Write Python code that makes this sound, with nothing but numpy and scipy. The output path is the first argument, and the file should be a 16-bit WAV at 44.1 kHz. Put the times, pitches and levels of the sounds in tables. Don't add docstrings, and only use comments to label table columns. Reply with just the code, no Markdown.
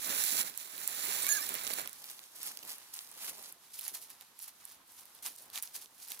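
import sys
import numpy as np
from scipy import signal
from scipy.fft import rfft, irfft
from scipy.io import wavfile
from scipy.ndimage import uniform_filter1d

SR = 44100
rng = np.random.default_rng(int(sys.argv[2]) if len(sys.argv) > 2 else 0)


def amplitude_ratio(level_db):
    exponent = np.asarray(level_db, float) / 20
    return 10 ** exponent


def digitize_waveform(pressure):
    field = np.atleast_2d(pressure).T
    bounded = np.clip(field, -1, 1)
    quanta = np.round(bounded * 32767).astype(np.int16)
    wavfile.write(sys.argv[1], SR, quanta)


N = 273420

# frequency in Hz, left and right density in dB per Hz.
DRAG_COLOUR = [(80, -30, -24.5), (225, -17, -13), (480, -16, -12.5), (890, -13, -9.5), (3130, -14, -10.5),
               (4270, -11.5, -6.5), (4750, -13.5, -9.5), (6500, -17.5, -6.5), (7330, -19, -3.5),
               (8750, -17.5, -10), (10160, -13, -0.5), (11360, -13, -7), (15100, -13.5, -2.5),
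               (15700, -40, -12.5)]
# frequency in Hz, left and right density in dB per Hz.
HOOF_COLOUR = [(80.6, -10, -5), (221, -4, 9), (490, -16, -16.5), (870, -9, -9), (1520, -13.5, -10.5),
               (2120, -10, -8), (2800, -8, -9), (4480, -6, -2.5), (6300, -6, -2), (8300, -7.5, -3.5),
               (10050, -0.5, 3.5), (12700, -1, -2.5), (14560, -1.5, 1.5), (16000, -10, -25)]
# frequency in Hz, left and right density in dB per Hz.
AIR_COLOUR = [(25, -125, -120), (47, -112, -107), (95, -110, -105), (251, -107, -103), (610, -110, -107),
              (720, -104, -103), (920, -100, -99), (1430, -105, -103), (2290, -108, -106),
              (3930, -104, -101), (8200, -107, -102), (10800, -102, -102), (13500, -101, -102),
              (15000, -112, -112)]
# frequency in Hz, then likeness from 0 to 1 for sole, hooves and air.
LIKENESS = [(60, 0.25, .4, 0.87), (293, 1, 1, 0.7), (1280, 0.69, 0.75, 0.44), (3200, 0.66, 0.57, 0.16),
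            (4870, 0.73, 0.5, 0.07), (7000, 0, 0.53, 0), (10700, 0, 0.06, 0)]
# time in seconds, delay in samples.
LEFT_LAG = [(0, 22), (1.95, 22), (2.0, 6), (3.5, 5), (3.6, 1), (6.2, 0)]
# multiple, level in dB.
SQUEAKS = [
    ([(1.232, 1030, -60), (1.245, 1097, -53), (1.275, 1120, -47.5), (1.292, 1250, -43)], [(1, 0), (2, 3.5)]),
    ([(1.28, 1521, -55), (1.292, 1678, -35.5), (1.322, 1692, -38), (1.342, 1727, -41.5), (1.37, 1667, -36.5), (1.385, 1550, -39), (1.392, 1530, -62)], [(1, -1), (3, -20), (4, -3.5), (5, -18)]),
    ([(1.285, 1696, -46), (1.293, 1677, -39), (1.315, 1679, -37), (1.328, 1696, -35)], [(4, 7.5), (6, -4), (7, -2), (8, -5)]),
    ([(1.378, 1258, -61), (1.387, 1246, -42.5), (1.398, 1133, -53), (1.412, 1190, -47), (1.42, 1190, -68)], [(1, 0), (2, -3), (5, -2), (6, -9)]),
    ([(1.41, 1610, -53.5), (1.422, 1770, -49), (1.437, 1800, -52), (1.447, 1820, -70.5)], [(1, 3), (3, 5), (7, 5)]),
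    ([(1.217, 9350, -50), (1.223, 9150, -38), (1.235, 8300, -42), (1.242, 8200, -53)], [(1, 3)]),
]
# time in seconds, frequency in Hz, level in dB.
WHINE = [
    (1.288, 9510, -55),
    (1.3, 9560, -39),
    (1.315, 9570, -37.5),
    (1.338, 9350, -31.5),
    (1.36, 9600, -44),
    (1.38, 9800, -55),
]
# offset in steps of BEAT_HZ, level in dB.
SIDE_LINES = [(-3, -9), (-2, -14), (0, 0), (1, -3), (2, -5)]
BEAT_HZ = 1700
SQUEAK_LEFT_DB, SQUEAK_JITTER = -8.5, 0.0011
TOP_HZ = 15800
SNAP_BANDS = [(400, 2500), (2500, 8000), (8000, 15000)]
# time in seconds, level on the hiss in dB.
FAR_HERD = [
    (0, 5.5),
    (2.3, 3),
    (2.9, 1.7),
    (3.6, -1),
    (4.3, -1.4),
    (4.85, -2.6),
    (5.15, 0.5),
    (5.9, -1.4),
    (6.2, -2),
]
# time in seconds, rubbing level in dB, weight on the soil in dB.
STROKES = [
    [(0.0, -44.5, -67), (0.1, -38, -55), (0.15, -36.5, -54.5), (0.26, -34, -60), (0.37, -35, -60),
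     (0.41, -30, -51.5), (0.44, -45.5, -61), (0.48, -41.5, -60.5)],
    [(0.52, -58, -70.5), (0.61, -46, -70), (0.67, -51.5, -69), (1.03, -38, -58.5), (1.08, -37.5, -53),
     (1.31, -37, -59.5), (1.44, -41.5, -60.5)],
    [(1.54, -45, -55), (1.69, -43.5, -58), (1.705, -39.5, -56), (1.75, -45.5, -61.5), (1.79, -40.5, -55.5),
     (1.86, -55, -58.5), (1.93, -66, -73), (2.0, -59, -85)],
]
SOLE_BODY_DB, BODY_FOLLOWS_WEIGHT = 1, 0.57
# peak in seconds, crackle in dB, body relative to it in dB, dying in s per 20 dB.
STAMPS = [(2.359, -52, -14, .16), (2.969, -49, -10.5, 0.1), (3.741, -48, -18, 0.08),
          (3.944, -46, -12, .085), (4.1, -54, -9, 0.08), (4.972, -54.5, -12.5, .125),
          (5.262, -39.5, -12, .05), (5.384, -53.5, -17, 0.13), (5.547, -44, -8, 0.07),
          (5.573, -39.5, -9, 0.0272), (5.753, -43, -15, 0.06), (6.11, -47.5, -11, 0.1),
          (6.197, -49.5, -23, .11)]
# peak in seconds, crackle in dB, body relative to it in dB,
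# swell and dying in s per 20 dB (not above zero: silent).
PRESSES = [(1.971, -58.5, -15, 0.3), (2.462, -42, -11, 0.11), (2.595, -47.5, -16, -0.06),
           (2.704, -53.5, -5, 0.17), (2.707, -42.5, -14, .056), (3.008, -43.5, -14, -0.01),
           (3.246, -41.5, -10.5, .066), (3.289, -42, -12.5, 0.0478), (3.795, -46, -16, -0.02),
           (4.036, -51.5, -16, 0.06), (4.485, -52, -8.5, 0.03), (4.922, -61, -22, 0.1), (5.36, -52, -16, 0),
           (5.825, -48, -15.5, 0.04), (6.035, -53, -15, 0.1), (6.088, -55.5, -15.5, 0.14)]
STAMP_SWELL_S, SCUFF_DYING_S = 0.021, 0.057
LEAN_SWELL_S, LEAN_DYING_S, SOIL_REST_DB = 0.25, 0.29, -82
# time in seconds, peak in dB, thickness (0 leaf, 1 stalk, 2 twig).
SOLE_SNAPS = [(0.2383, -12, .07), (.498, -25.5, 0.34), (.5405, -36, .6), (.576, -18.5, .01),
              (.78, -22, 0.35), (0.8765, -12.5, .04), (1.2666, -13.5, 0.39), (1.29, -12, .01),
              (1.3135, -19.5, .15), (1.3205, -17, .1), (1.368, -22, .15), (1.4886, -25, .07),
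              (1.4918, -14, 0.33), (1.5417, -15.5, 0.17), (1.552, -18, .4), (1.585, -25, .8),
              (1.6364, -23, .07), (1.6682, -18, 1.16), (1.676, -17.5, 0.49), (1.7031, -26, 1.46),
              (1.708, -27.5, 1.63), (1.7354, -17, 0.39), (1.7387, -14, .35), (1.7856, -26, 1.6),
              (1.796, -28.5, 2.2), (1.8149, -23, 0.36), (1.859, -29.5, 1.36), (1.875, -21, .4),
              (1.8944, -29, .07), (1.9304, -29.5, .1)]
# time in seconds, peak in dB, thickness as above.
GOAT_SNAPS = [(2.0421, -27, 0.41), (2.056, -31, .27), (2.1063, -28, .2), (2.114, -28, 0.18),
              (2.1922, -33.5, 0.51), (2.239, -34.5, 0.53), (2.4311, -23.5, .12), (2.467, -24, 0.27),
              (2.5725, -26, 0.44), (2.5898, -31.5, 0.98), (2.6292, -33, 0.46), (2.633, -30, .42),
              (2.6512, -29, .07), (2.7834, -29.5, .1), (2.9414, -28, .01), (2.9905, -25.5, 0.89),
              (3.0085, -34, .2), (3.0732, -38, 0.6), (3.115, -31.5, .1), (3.3825, -31.5, .15),
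              (3.427, -32, .02), (3.525, -29, .02), (3.79, -21.5, 0.27), (3.794, -22.5, 0.36),
              (3.8107, -25, 0.32), (3.8803, -19, .01), (3.9394, -33, .25), (3.9478, -27, .01),
              (4.1024, -29.5, .1), (4.2104, -32.5, .5)]
# time in seconds, peak in dB, thickness as above.
SHEEP_SNAPS = [(4.3914, -27, .01), (4.4271, -28, .01), (4.432, -33.5, .01), (4.4806, -32, .15),
               (4.653, -26.5, 0.14), (4.72, -32.5, .01), (4.9204, -40, 0.23), (5.055, -36, 0.22),
               (5.1503, -37, .2), (5.1896, -43, 0.97), (5.263, -24.5, 1), (5.3621, -32, .01),
               (5.5011, -34.5, 0.42), (5.558, -24, .52), (5.572, -34, .55), (5.5765, -23, .6),
               (5.594, -34, .75), (5.6251, -19.5, 0.091), (5.6287, -30, .2), (5.633, -23.5, .05),
               (5.636, -29, .1), (5.646, -42, .7), (5.675, -33.5, .52), (5.763, -29, 0.72),
               (5.859, -38, 0.69), (6.073, -39, 0.38), (6.0844, -31, 0.39), (6.1033, -26.5, .01),
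               (6.1194, -21.5, 0.38), (6.1927, -30, .01)]
SNAP_SLOPE_DB = 22
# time in seconds, level in dB.
LEANS = [
    (2.0, -70),
    (2.47, -66),
    (2.66, -67.5),
    (3.3, -63.5),
    (3.4, -67.5),
    (3.93, -71),
    (5.25, -71),
    (5.45, -72),
    (5.8, -73.5),
    (6.17, -71),
]
# peak in seconds, crackle in dB, body relative to it in dB,
# dying in s per 20 dB (negative: silent).
BREAKS = [
    (2.631, -48, -9, -0.1),
    (2.937, -47.5, -14, 0.08),
    (5.226, -48.5, -14.5, 0.17),
    (5.628, -48.5, -12, 0.1),
]
BREAK_SWELL_S, PEAK_ROUNDING = 0.004, 0.12
# peak in seconds, crackle in dB, body relative to it in dB,
# swell in s per 20 dB (negative: silent).
SHUFFLES = [
    (2.112, -50.5, -10.5, 0.17),
    (2.249, -58.5, -11, 0.7),
    (3.49, -53, -9.5, 1.0),
    (3.522, -53, -7, -0.3),
    (3.878, -44, -13, .17),
    (4.218, -60, -6, 0.05),
    (4.43, -49, -17, 0.06),
    (4.721, -57, -10, 0.23),
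    (5.17, -65, -25, 0.2),
]


def in_time(rows, outside=None):
    s, *columns = np.transpose(rows)
    return [np.interp(np.arange(N) / SR, s, c, outside, outside) for c in columns]


def at_hz(points, hz, axis=1):
    points = np.array(points)
    return np.interp(np.log(hz), np.log(points[:, 0]), points[:, axis])


def rms_one(x):
    return x / np.sqrt(np.mean(x ** 2) + 1e-20)


def drift(rate):
    r = np.exp(-16 * np.pi * rate / SR)
    slow = signal.lfilter([1], [1, -2 * r, r * r], rng.standard_normal(N // 8 + 4002))
    slow = slow[4000:]
    return np.interp(np.arange(N) / 8, np.arange(len(slow)), rms_one(slow - slow.mean()))


def band(x, low, high):
    return signal.sosfilt(signal.butter(2, [low, high], "band", fs=SR, output="sos"), x + 1e-18)


def delay_left(x):
    lag = np.round(in_time(LEFT_LAG)[0]).astype(int)
    late = np.clip(np.arange(N) - lag, 0, N - 1)
    return np.array([x[0][late], x[1]])


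def coloured(sizes, colour, axis, low=20, high=20000):
    hz = np.maximum(np.fft.rfftfreq(sizes.shape[1], 1 / SR), 1)
    alike = np.clip(at_hz(LIKENESS, hz, axis), 0, 1)
    cut = (hz < TOP_HZ) / np.sqrt((1 + (low / hz) ** 6) * (1 + (hz / high) ** 6))
    left = amplitude_ratio(at_hz(colour, hz, axis=1)) * cut
    right = amplitude_ratio(at_hz(colour, hz, axis=2)) * cut
    same, other = rfft(sizes)
    left_mix = alike * same + np.sqrt(1 - alike ** 2) * other
    both = irfft([left * left_mix, right * same], sizes.shape[1])
    strength = np.sqrt(np.mean(left ** 2 + right ** 2) / 4)
    return both, strength


def air():
    white = rng.standard_normal((2, 2, N)) * np.sqrt(SR / 2)
    burble, _ = coloured(white[0] * amplitude_ratio(2.05 * drift(7.4)), AIR_COLOUR, axis=3, high=2900)
    hiss_db = in_time(FAR_HERD)[0] + 1.3 * drift(14)
    hiss, _ = coloured(white[1] * amplitude_ratio(hiss_db), AIR_COLOUR, axis=3, low=1040)
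    return burble + hiss


def litter(levels_db, colour, axis, per_s, spread_db, clump_db, bed_db, patchy_db):
    cracked = rng.random(N) < per_s / SR
    size = amplitude_ratio(spread_db * np.minimum(rng.exponential(1, N), 3.2)) * cracked
    clumps = amplitude_ratio(clump_db * (0.18 * drift(8.2) + drift(97)))
    push = rms_one((rms_one(size) + amplitude_ratio(bed_db)) * clumps)
    crackle_db, body_db = levels_db
    dull_db = 0.14 * np.clip(body_db - crackle_db + 12, -12, 12)
    parts = [(body_db, 700, 3000),
             (crackle_db - 5.0 + dull_db, 3000, 8000),
             (crackle_db - 2.0 - 0.49 * dull_db, 8000, 20000)]
    out = 0
    for db, low, high in parts:
        grains = amplitude_ratio(db + patchy_db * drift(41)) * push * rng.standard_normal((2, N))
        part, strength = coloured(grains, colour, axis, low, high)
        out = out + part / strength
    return amplitude_ratio(-0.18) * delay_left(out)


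def sole_drag(rub_db, weight_db):
    body_db = rub_db + SOLE_BODY_DB + BODY_FOLLOWS_WEIGHT * (weight_db - rub_db)
    return litter((rub_db, body_db), DRAG_COLOUR, axis=1, per_s=4000, spread_db=2.5,
                  clump_db=1.19, bed_db=3.0, patchy_db=0.8)


def soil(sole_db):
    t = np.arange(N) / SR
    leans = 0
    for s, db in LEANS:
        away = np.maximum((s - t) / LEAN_SWELL_S, (t - s) / LEAN_DYING_S)
        leans = leans + amplitude_ratio(db - 20 * away) ** 2
    weight = np.sqrt(amplitude_ratio(sole_db) ** 2 + leans + amplitude_ratio(SOIL_REST_DB) ** 2)
    push = weight * amplitude_ratio(2.76 * drift(29))
    part, strength = coloured(push * rng.standard_normal((2, N)), DRAG_COLOUR, axis=1, low=51, high=820)
    return amplitude_ratio(-1.0) * delay_left(part / strength)


def snaps():
    rows, out = np.array(SOLE_SNAPS + GOAT_SNAPS + SHEEP_SNAPS), np.zeros((2, N + 400))
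    same, other = rng.standard_normal((len(rows), 2, 400)).transpose(1, 0, 2)
    left = amplitude_ratio(np.where(rows[:, :1] < STROKES[-1][-1][0], -8, -2.5))
    draws = np.array([left * (0.5 * same + 0.41 * other), same])
    away = np.abs(rows[:, 2] - np.array([[2], [1], [0]]))
    peaks_db = rows[:, 1] - SNAP_SLOPE_DB * (away - away.min(axis=0))
    for (low, high), t60, peak_db in zip(SNAP_BANDS, (.009, .0035, .003), peaks_db):
        bursts = band(draws * amplitude_ratio(-60 * np.arange(400) / SR / t60), low, high)
        bursts *= (amplitude_ratio(peak_db + 3.0) / np.hypot(*bursts).max(axis=1))[:, None]
        for i, s in enumerate(rows[:, 0]):
            start = int(s * SR)
            out[:, start:start + 400] += bursts[:, i]
    top_cut = signal.cheby2(8, 40, 16600, fs=SR, output="sos")
    return delay_left(signal.sosfilt(top_cut, out[:, :N] + 1e-18))


def squeak():
    now = slice(int(1.2 * SR), int(1.5 * SR))
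    out, tremble = 0, 1 + SQUEAK_JITTER * drift(150)[now]
    for path, partials in SQUEAKS:
        hz, db = np.array(in_time(path, -200))[:, now]
        phase = 2 * np.pi * np.cumsum(hz * tremble) / SR
        for k, part_db in partials:
            level = amplitude_ratio(db + part_db + 4.5 + 1.3 * drift(70)[now])
            out = out + level * np.sin(round(k) * phase)
    hz, db = np.array(in_time(WHINE, -200))[:, now]
    for k, part_db in SIDE_LINES:
        phase = 2 * np.pi * np.cumsum((hz + k * BEAT_HZ) * tremble) / SR
        out = out + amplitude_ratio(db + part_db + 2) * np.sin(phase)
    out = np.pad(out, (now.start, N - now.stop))
    ports = np.array([[amplitude_ratio(SQUEAK_LEFT_DB)], [1]])
    return delay_left(out * amplitude_ratio(1.3 * drift(56)) * ports)


def hoof_levels():
    crackle, body, t = np.full(N, 1e-12), np.full(N, 1e-12), np.arange(N) / SR
    steps = [(*row[:3], STAMP_SWELL_S, row[3]) for row in STAMPS]
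    steps += [(*row, row[3]) for row in PRESSES]
    steps += [(*row, SCUFF_DYING_S) for row in SHUFFLES]
    steps += [(*row[:3], BREAK_SWELL_S, row[3]) for row in BREAKS]
    for s, db, body_db, swell, dying in steps:
        near = slice(max(int((s - 3 * swell) * SR), 0), int((s + 3 * dying) * SR))
        away = np.maximum((s - t[near]) / swell, (t[near] - s) / dying)
        power = amplitude_ratio(db + 0.7 - 20 * np.hypot(away, PEAK_ROUNDING) + 20 * PEAK_ROUNDING / 2) ** 2
        crackle[near] += power
        body[near] += power * amplitude_ratio(body_db) ** 2
    crackle, body = uniform_filter1d([crackle, body], size=60)
    return 10 * np.log10(np.maximum([crackle, body], 1e-12))


def hooves():
    return litter(hoof_levels(), HOOF_COLOUR, axis=2, per_s=2500, spread_db=3.0,
                  clump_db=1.82, bed_db=1.3, patchy_db=1.5)


def scene():
    rub_db, weight_db = in_time(np.concatenate(STROKES), -200)
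    walker = sole_drag(rub_db, weight_db) + squeak()
    return air() + walker + soil(weight_db) + snaps() + hooves()


def band_limit(x):
    return signal.sosfilt(signal.butter(12, 17030, fs=SR, output="sos"), x)


def record(dry):
    return band_limit(dry)


dry = scene()
out = record(dry)
digitize_waveform(out)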